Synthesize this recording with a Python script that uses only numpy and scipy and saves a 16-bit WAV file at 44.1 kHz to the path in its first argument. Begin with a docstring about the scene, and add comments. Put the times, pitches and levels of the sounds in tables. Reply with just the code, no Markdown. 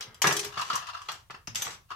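"""A small, fairly live room with a wooden table: a plastic pot of small steel screws is tipped over and knocks.
The screws clink out as clicks with steel ringing modes; fingers roll and tap them as short wood tones and clicks.
The pot knocks and ticks with its own modes and is set upright; a few screws drop back in and rattle, ringing longer.
The microphone is close, the screws slightly to its left; low steady noise lies underneath."""
import sys
import numpy as np
from scipy import signal
from scipy.fft import rfft, irfft, next_fast_len
from scipy.io import wavfile

SR = 44100
rng = np.random.default_rng(int(sys.argv[2]) if len(sys.argv) > 2 else 0)


def master(y):
    """Save y as 16-bit WAV."""
    cut = np.clip(np.atleast_2d(y).T, -1, 1)
    pcm = np.round(cut * 32767)  # scale
    wavfile.write(sys.argv[1], SR, pcm.astype(np.int16))


N = 85995
T = np.arange(SR // 2) / SR  # s, time axis of one contact


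def amp(db):
    """Decibels to gain."""
    return 10 ** (np.asarray(db) / 20)


def unit(x):
    """Scale to an energy of one per channel."""
    return x / np.sqrt(np.mean(np.sum(x ** 2, axis=-1)) + 1e-20)


def along(points, hz):
    """Read (freq_hz, value) points on a log frequency axis."""
    freq_hz, value = np.transpose(points)
    return np.interp(np.log(hz + 1), np.log(freq_hz + 1), value)


def burst(colour, tilt_db_per_octave=0, size=4096):
    """Minimum-phase click of a given colour, the shortest causal one, tilted above 500 Hz."""
    hz = np.fft.rfftfreq(size, 1 / SR)
    tilt_db = tilt_db_per_octave * np.log2(np.maximum(hz, 500))
    cepstrum = irfft(np.log(amp(along(colour, hz) + tilt_db)))
    # fold onto positive time: minimum phase
    cepstrum[1:size // 2] *= 2
    cepstrum[size // 2 + 1:] = 0
    click = irfft(np.exp(rfft(cepstrum)))
    return unit(np.pad(click, (0, len(T) - size)))


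RING_SCATTER_DB = 2


def ring(modes, t60_s, detune=0, damping=0):
    """Decaying modes, built up within a cycle; balance, sign and pitch vary, damping shortens high ones."""
    total = np.zeros(len(T))
    lowest_hz = modes[0][0]
    for hz, level_db in modes:
        scatter, sign, shift = rng.standard_normal(3)
        decay_db = -60 * T / t60_s * (hz / lowest_hz) ** damping
        envelope = amp(level_db + RING_SCATTER_DB * scatter + decay_db) * (1 - np.exp(-T * hz))
        total += np.sign(sign) * envelope * np.sin(2 * np.pi * hz * (1 + detune * shift) * T)
    return unit(total)


CHATTER_DB = 10  # rebounds relative to first touch


def chatter(sound, t60_s):
    """A first touch followed by a quickly dying run of tiny rebounds."""
    rebounds = rng.standard_normal(len(T)) ** 3 * amp(-60 * T / t60_s)
    contact = amp(CHATTER_DB) * unit(rebounds)
    contact[0] += 1
    return unit(signal.fftconvolve(contact, sound)[:len(T)])


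# left-right likeness of diffuse sound: freq_hz, correlation_ratio
LIKENESS = [(100, 0.86), (280, 0.8), (520, 0.67), (1300, 0)]


def diffuse(size):
    """Stereo white noise, alike in the bass and unrelated in the treble."""
    likeness = along(LIKENESS, np.fft.rfftfreq(size, 1 / SR))
    angle = np.arccos(np.clip(likeness, -1, 1)) / 2
    white = rfft(rng.standard_normal((2, size)))
    mid, side = irfft(white * [np.cos(angle), np.sin(angle)], size)
    return np.array([mid + side, mid - side])


# decay of the room's tail: freq_hz, t60_s
ROOM_DECAY = [(100, 0.47), (400, 0.34), (1200, 0.27), (4000, 0.25), (8000, 0.2)]
DIRECT_DB, NEAR_DB, NEAR_T60_S = -7.5, -0.5, 0.051
ROOM_DB, ROOM_RISE_S = -5, 0.0052
LEFT_DB = 0.95  # left up, right down


def in_room(x, open_db=0):
    """Direct sound, quick reflections from the cluttered table, and the room's tail."""
    hz, t, z = signal.stft(diffuse(len(T)), SR, nperseg=256)
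    decay = amp(-60 * t / along(ROOM_DECAY, hz)[:, None])
    tail = signal.istft(z * decay, SR, nperseg=256)[1][:, :len(T)]
    tail = unit(tail * (1 - np.exp(-T / ROOM_RISE_S)))
    near = unit(diffuse(len(T)) * amp(-60 * T / NEAR_T60_S))
    answer = amp(ROOM_DB) * tail + amp(NEAR_DB) * near
    answer[:, 0] += amp(DIRECT_DB + open_db)
    return signal.fftconvolve(x[None], answer, axes=1) * amp([[LEFT_DB], [-LEFT_DB]])


HIT_S = .005
OPEN_DB = -3.5  # change of direct sound for knocks and taps on the open table


def add(out, start_s, sound, open_db=0):
    """Sound one contact in the room at start_s; its level counts over HIT_S."""
    part = out[:, max(0, round(start_s * SR)):][:, :len(T)]
    part += np.sqrt(HIT_S * SR) * in_room(sound, open_db)[:, :part.shape[1]]


def patter(levels, per_s, sound):
    """Many tiny contacts at random moments under a (time_s, level_db) curve, silent outside it."""
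    kicks = (rng.random(N) < per_s / SR) * np.sign(rng.standard_normal(N))
    time_s, level_db = np.transpose(levels)
    level = amp(np.interp(np.arange(N) / SR, time_s, level_db, left=-np.inf, right=-np.inf))
    train = unit(kicks) * np.sqrt(N) * level
    return in_room(signal.fftconvolve(train, sound)[:N])[:, :N]


# colour of the room noise: freq_hz, level_db
FLOOR_COLOUR = [(20, -4), (95, 9.5), (160, -5.5), (260, -19), (1500, -23.5), (9000, -22.5)]
FLOOR_DB = -63.5


def background():
    """Low, steady room noise: diffuse noise shaped by a fixed colour."""
    colour = amp(along(FLOOR_COLOUR, np.fft.rfftfreq(N, 1 / SR)))
    noise = irfft(rfft(diffuse(N)) * colour, N)
    return amp(FLOOR_DB) * np.sqrt(N) * unit(noise)


# screws tapped down on the tabletop: start_s, wood_db, click_db
TAPS = [(.242, -24.5, -28), (0.575, -29, -31), (0.596, -25.5, -38), (0.617, -31.5, -30),
        (0.7005, -20.5, -31), (0.705, -37, -32), (0.7296, -29.5, -29.5), (0.747, -28, -42),
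        (.759, -29, -31.5), (0.775, -36, -33), (.887, -32.5, -40), (0.933, -48, -40.5), (0.949, -33, -61),
        (1.017, -42, -45.5), (1.086, -33.5, -29), (1.092, -40.5, -33.5), (1.306, -43, -38.5),
        (1.346, -46.5, -43.5), (1.904, -40, -44.5), (1.916, -32, -46.5)]
# dull pushes of pot and hand: start_s, level_db
THUMPS = [(0.074, -48.5), (0.245, -36.5), (.268, -35), (0.454, -44.5), (0.573, -47.5), (0.728, -42.5),
          (1.298, -51.5), (1.478, -38), (1.554, -47.5), (1.66, -48.5)]
# screws rolling under the fingers: time_s, level_db
ROLL_LEVELS = [(.3, -86), (.5, -54), (.6, -42.5), (.68, -56), (.77, -50.5), (.95, -41.5), (1.04, -66.5),
               (1.12, -45), (1.2, -110), (1.88, -82.5), (1.91, -47), (2, -73.5)]
# wood tone colour: freq_hz, level_db
WOOD_COLOUR = [(200, -52), (740, -44), (980, -4.5), (1130, 1), (1290, -0.5), (1500, -13), (2100, -34.5),
               (16000, -60)]
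# click colour of screw on wood: freq_hz, level_db
CLICK_COLOUR = [(200, -25.5), (480, -14.5), (760, 1), (1700, 7.5), (2250, -6.5), (2750, 6.5), (3700, -1),
                (4800, 1), (7500, -13.5), (9000, -20.5), (16000, -30)]
# low modes of the table: freq_hz, level_db
TABLE_MODES = [(90, 1), (126, 6), (170, 1), (215, -5.5)]
WOOD_SPREAD, SCUFF_T60_S, TABLE_T60_S = .03, 0.033, 0.061
ROLL_PER_S = 260


def table():
    """Wood answers taps and rolling with a short tone, shifting per tap; heavier pushes excite low modes."""
    out = np.zeros((2, N))
    wood, click = burst(WOOD_COLOUR), burst(CLICK_COLOUR)
    for start_s, wood_db, click_db in TAPS:
        pitch_ratio = 1 + WOOD_SPREAD * rng.standard_normal()
        spot = burst(np.multiply(WOOD_COLOUR, [pitch_ratio, 1]))
        tap = amp(wood_db) * spot + amp(click_db) * chatter(click, SCUFF_T60_S)
        add(out, start_s, tap, OPEN_DB)
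    for start_s, level_db in THUMPS:
        add(out, start_s, amp(level_db) * ring(TABLE_MODES, TABLE_T60_S))
    return out + patter(ROLL_LEVELS, ROLL_PER_S, wood + click)


# rim knocking on the table: start_s, level_db
KNOCKS = [(.2422, -18), (0.2472, -22), (0.265, -22.5), (0.2759, -23.5), (.291, -25), (.310, -24.5),
          (0.571, -36), (0.7, -35), (1.087, -39), (1.299, -41.5), (1.343, -42.5), (1.475, -39),
          (1.668, -31.5), (1.912, -42.5)]
# light ticks on the thin wall: start_s, level_db
TICKS = [(.0085, -33.5), (0.025, -39), (0.0372, -47.5), (0.1446, -46.5), (1.473, -36)]
# pot scuffing as it is taken up: time_s, level_db
SLIDE_LEVELS = [(0, -50.5), (.2, -63.5)]
# rim rolling on the table: time_s, level_db
RIM_LEVELS = [(.28, -46.5), (.4, -56.5), (.455, -48.5), (.475, -77.5)]
# knock contact colour: freq_hz, level_db
KNOCK_COLOUR = [(60, -27.5), (150, 0.5), (250, -9), (400, -1.5), (620, -5), (1150, 5.5), (1900, 0),
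                (2600, -5.5), (3600, -9.5), (7000, -42), (16000, -38)]
# tick contact colour: freq_hz, level_db
TICK_COLOUR = [(200, -15), (1000, -9.5), (3300, -1), (6200, -3), (7400, -11.5), (16000, -22)]
# modes of the pot against the table: freq_hz, level_db
POT_MODES = [(327, -13), (410, -6), (798, -6), (1150, -2), (1304, -3), (1657, -3), (1696, -1), (1782, -2),
             (1944, -1), (2351, -3)]
# modes of the thin wall: freq_hz, level_db
WALL_MODES = [(3900, -7), (4890, 0), (5510, -2), (6120, 0)]
FULL_KNOCK_DB, FULL_KNOCK_RING_DB, RING_DB_PER_DB = -17, -1, 0.86  # soft knocks, in the hand, hardly ring
FULL_TICK_DB, FULL_TICK_RING_DB = -36, -1
POT_T60_S, RIM_T60_S, WALL_T60_S = 0.25, .12, .03
KNOCK_LEFT_OFFSET_DB = -0.65  # on top of LEFT_DB


def pot():
    """Rim knocks ring more the harder they are; the wall ticks, the lifted pot scuffs, the rolling rim hums."""
    out = np.zeros((2, N))
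    knock, tick = burst(KNOCK_COLOUR), burst(TICK_COLOUR)
    for start_s, level_db in KNOCKS:
        ring_db = FULL_KNOCK_RING_DB + RING_DB_PER_DB * min(level_db - FULL_KNOCK_DB, 0)
        sound = knock + amp(ring_db) * ring(POT_MODES, POT_T60_S)
        add(out, start_s, amp(level_db) * sound, OPEN_DB)
    out *= amp([[KNOCK_LEFT_OFFSET_DB], [-KNOCK_LEFT_OFFSET_DB]])
    for start_s, level_db in TICKS:
        ring_db = FULL_TICK_RING_DB + min(level_db - FULL_TICK_DB, 0)
        sound = chatter(tick, t60_s=0.0062) + amp(ring_db) * ring(WALL_MODES, WALL_T60_S)
        add(out, start_s, amp(level_db) * sound)
    out += patter(SLIDE_LEVELS, ROLL_PER_S, knock)
    return out + patter(RIM_LEVELS, ROLL_PER_S, ring(POT_MODES[:2], RIM_T60_S))


# steel on steel, spilling and sorted: start_s, level_db, tilt_db_per_octave
CLINKS = [(0.2188, -17, 1), (.224, -37, 14), (0.2706, -19, 1), (.3095, -26, -7), (0.3254, -26, 3.5),
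          (0.3661, -24.5, 5.5), (.394, -26.5, 2), (0.447, -32.5, 3), (0.591, -37.5, -2.5),
          (0.6146, -34.5, 0), (0.7558, -29.5, 7), (0.869, -43.5, -1.5), (1.017, -47.5, -1), (1.118, -41, 6)]
# screws dropping back into the pot: start_s, level_db
DROPS = [(1.548, -35.5), (1.5562, -25), (1.5985, -42), (1.6205, -27), (1.65, -39), (1.71, -58)]
# loose screws jostling on the table: time_s, level_db
JOSTLE_LEVELS = [(.23, -37), (.3, -41), (.45, -41), (.5, -57), (.76, -40), (.82, -84), (1.14, -50.5),
                 (1.22, -69)]
# dropped screws spinning to rest in the pot: time_s, level_db
SPIN_LEVELS = [(1.56, -42), (1.67, -42.5), (1.74, -48), (1.79, -76)]
# clink contact colour: freq_hz, level_db
CLINK_COLOUR = [(150, -30), (500, -13), (1000, -1), (2000, -2.5), (3200, 0.5), (4300, -1.5), (6000, 2),
                (8000, -3.5), (9300, -10), (13000, -11.5), (15500, -27.5)]
# modes of screws in a heap, damping each other: freq_hz, level_db
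HEAP_MODES = [(4860, -4), (5700, 2), (6040, -2), (6735, -7), (7640, -4), (8610, -8), (9997, -11)]
# modes of a screw lying free in the pot: freq_hz, level_db
FREE_MODES = [(5857, -2), (6309, 1), (7698, 1), (8629, -11), (10700, -9), (11900, -6)]
CHATTER_T60_S, STEEL_DETUNE = 0.012, .005
HEAP_T60_S, HEAP_RING_DB = .07, -7.5
FREE_T60_S, FREE_RING_DB, FREE_DAMPING = .23, -5, 1.4  # t60 of the lowest mode
JOSTLE_PER_S, JOSTLE_RING_DB = 240, -12.5


def screws():
    """Hard contact, brief chatter and thin steel ring, longer for a lone screw in the pot; lesser ones jostle."""
    out = np.zeros((2, N))
    for start_s, level_db, tilt in CLINKS:
        contact = chatter(burst(CLINK_COLOUR, tilt), CHATTER_T60_S)
        steel = ring(HEAP_MODES, HEAP_T60_S, STEEL_DETUNE)
        add(out, start_s, amp(level_db) * (contact + amp(HEAP_RING_DB) * steel))
    for start_s, level_db in DROPS:
        contact = chatter(burst(CLINK_COLOUR, 1.0), CHATTER_T60_S)
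        steel = ring(FREE_MODES, FREE_T60_S, STEEL_DETUNE, FREE_DAMPING)
        add(out, start_s, amp(level_db) * (contact + amp(FREE_RING_DB) * steel))
    for levels, modes in ((JOSTLE_LEVELS, HEAP_MODES), (SPIN_LEVELS, FREE_MODES)):
        contact = burst(CLINK_COLOUR, -3.0) + amp(JOSTLE_RING_DB) * ring(modes, HEAP_T60_S)
        out += patter(levels, JOSTLE_PER_S, contact)
    return out


def scene():
    """Screws, pot and table over the quiet room."""
    return screws() + pot() + table() + background()


TOP_HZ = 15900


def record(dry):
    """Steep low-pass: the recorder keeps nothing above its band limit."""
    size = next_fast_len(N + SR // 2)
    hz = np.fft.rfftfreq(size, 1 / SR)
    return irfft(rfft(dry, size) / (1 + (hz / TOP_HZ) ** 120), size)[:, :N]


dry = scene()
out = record(dry)
master(out)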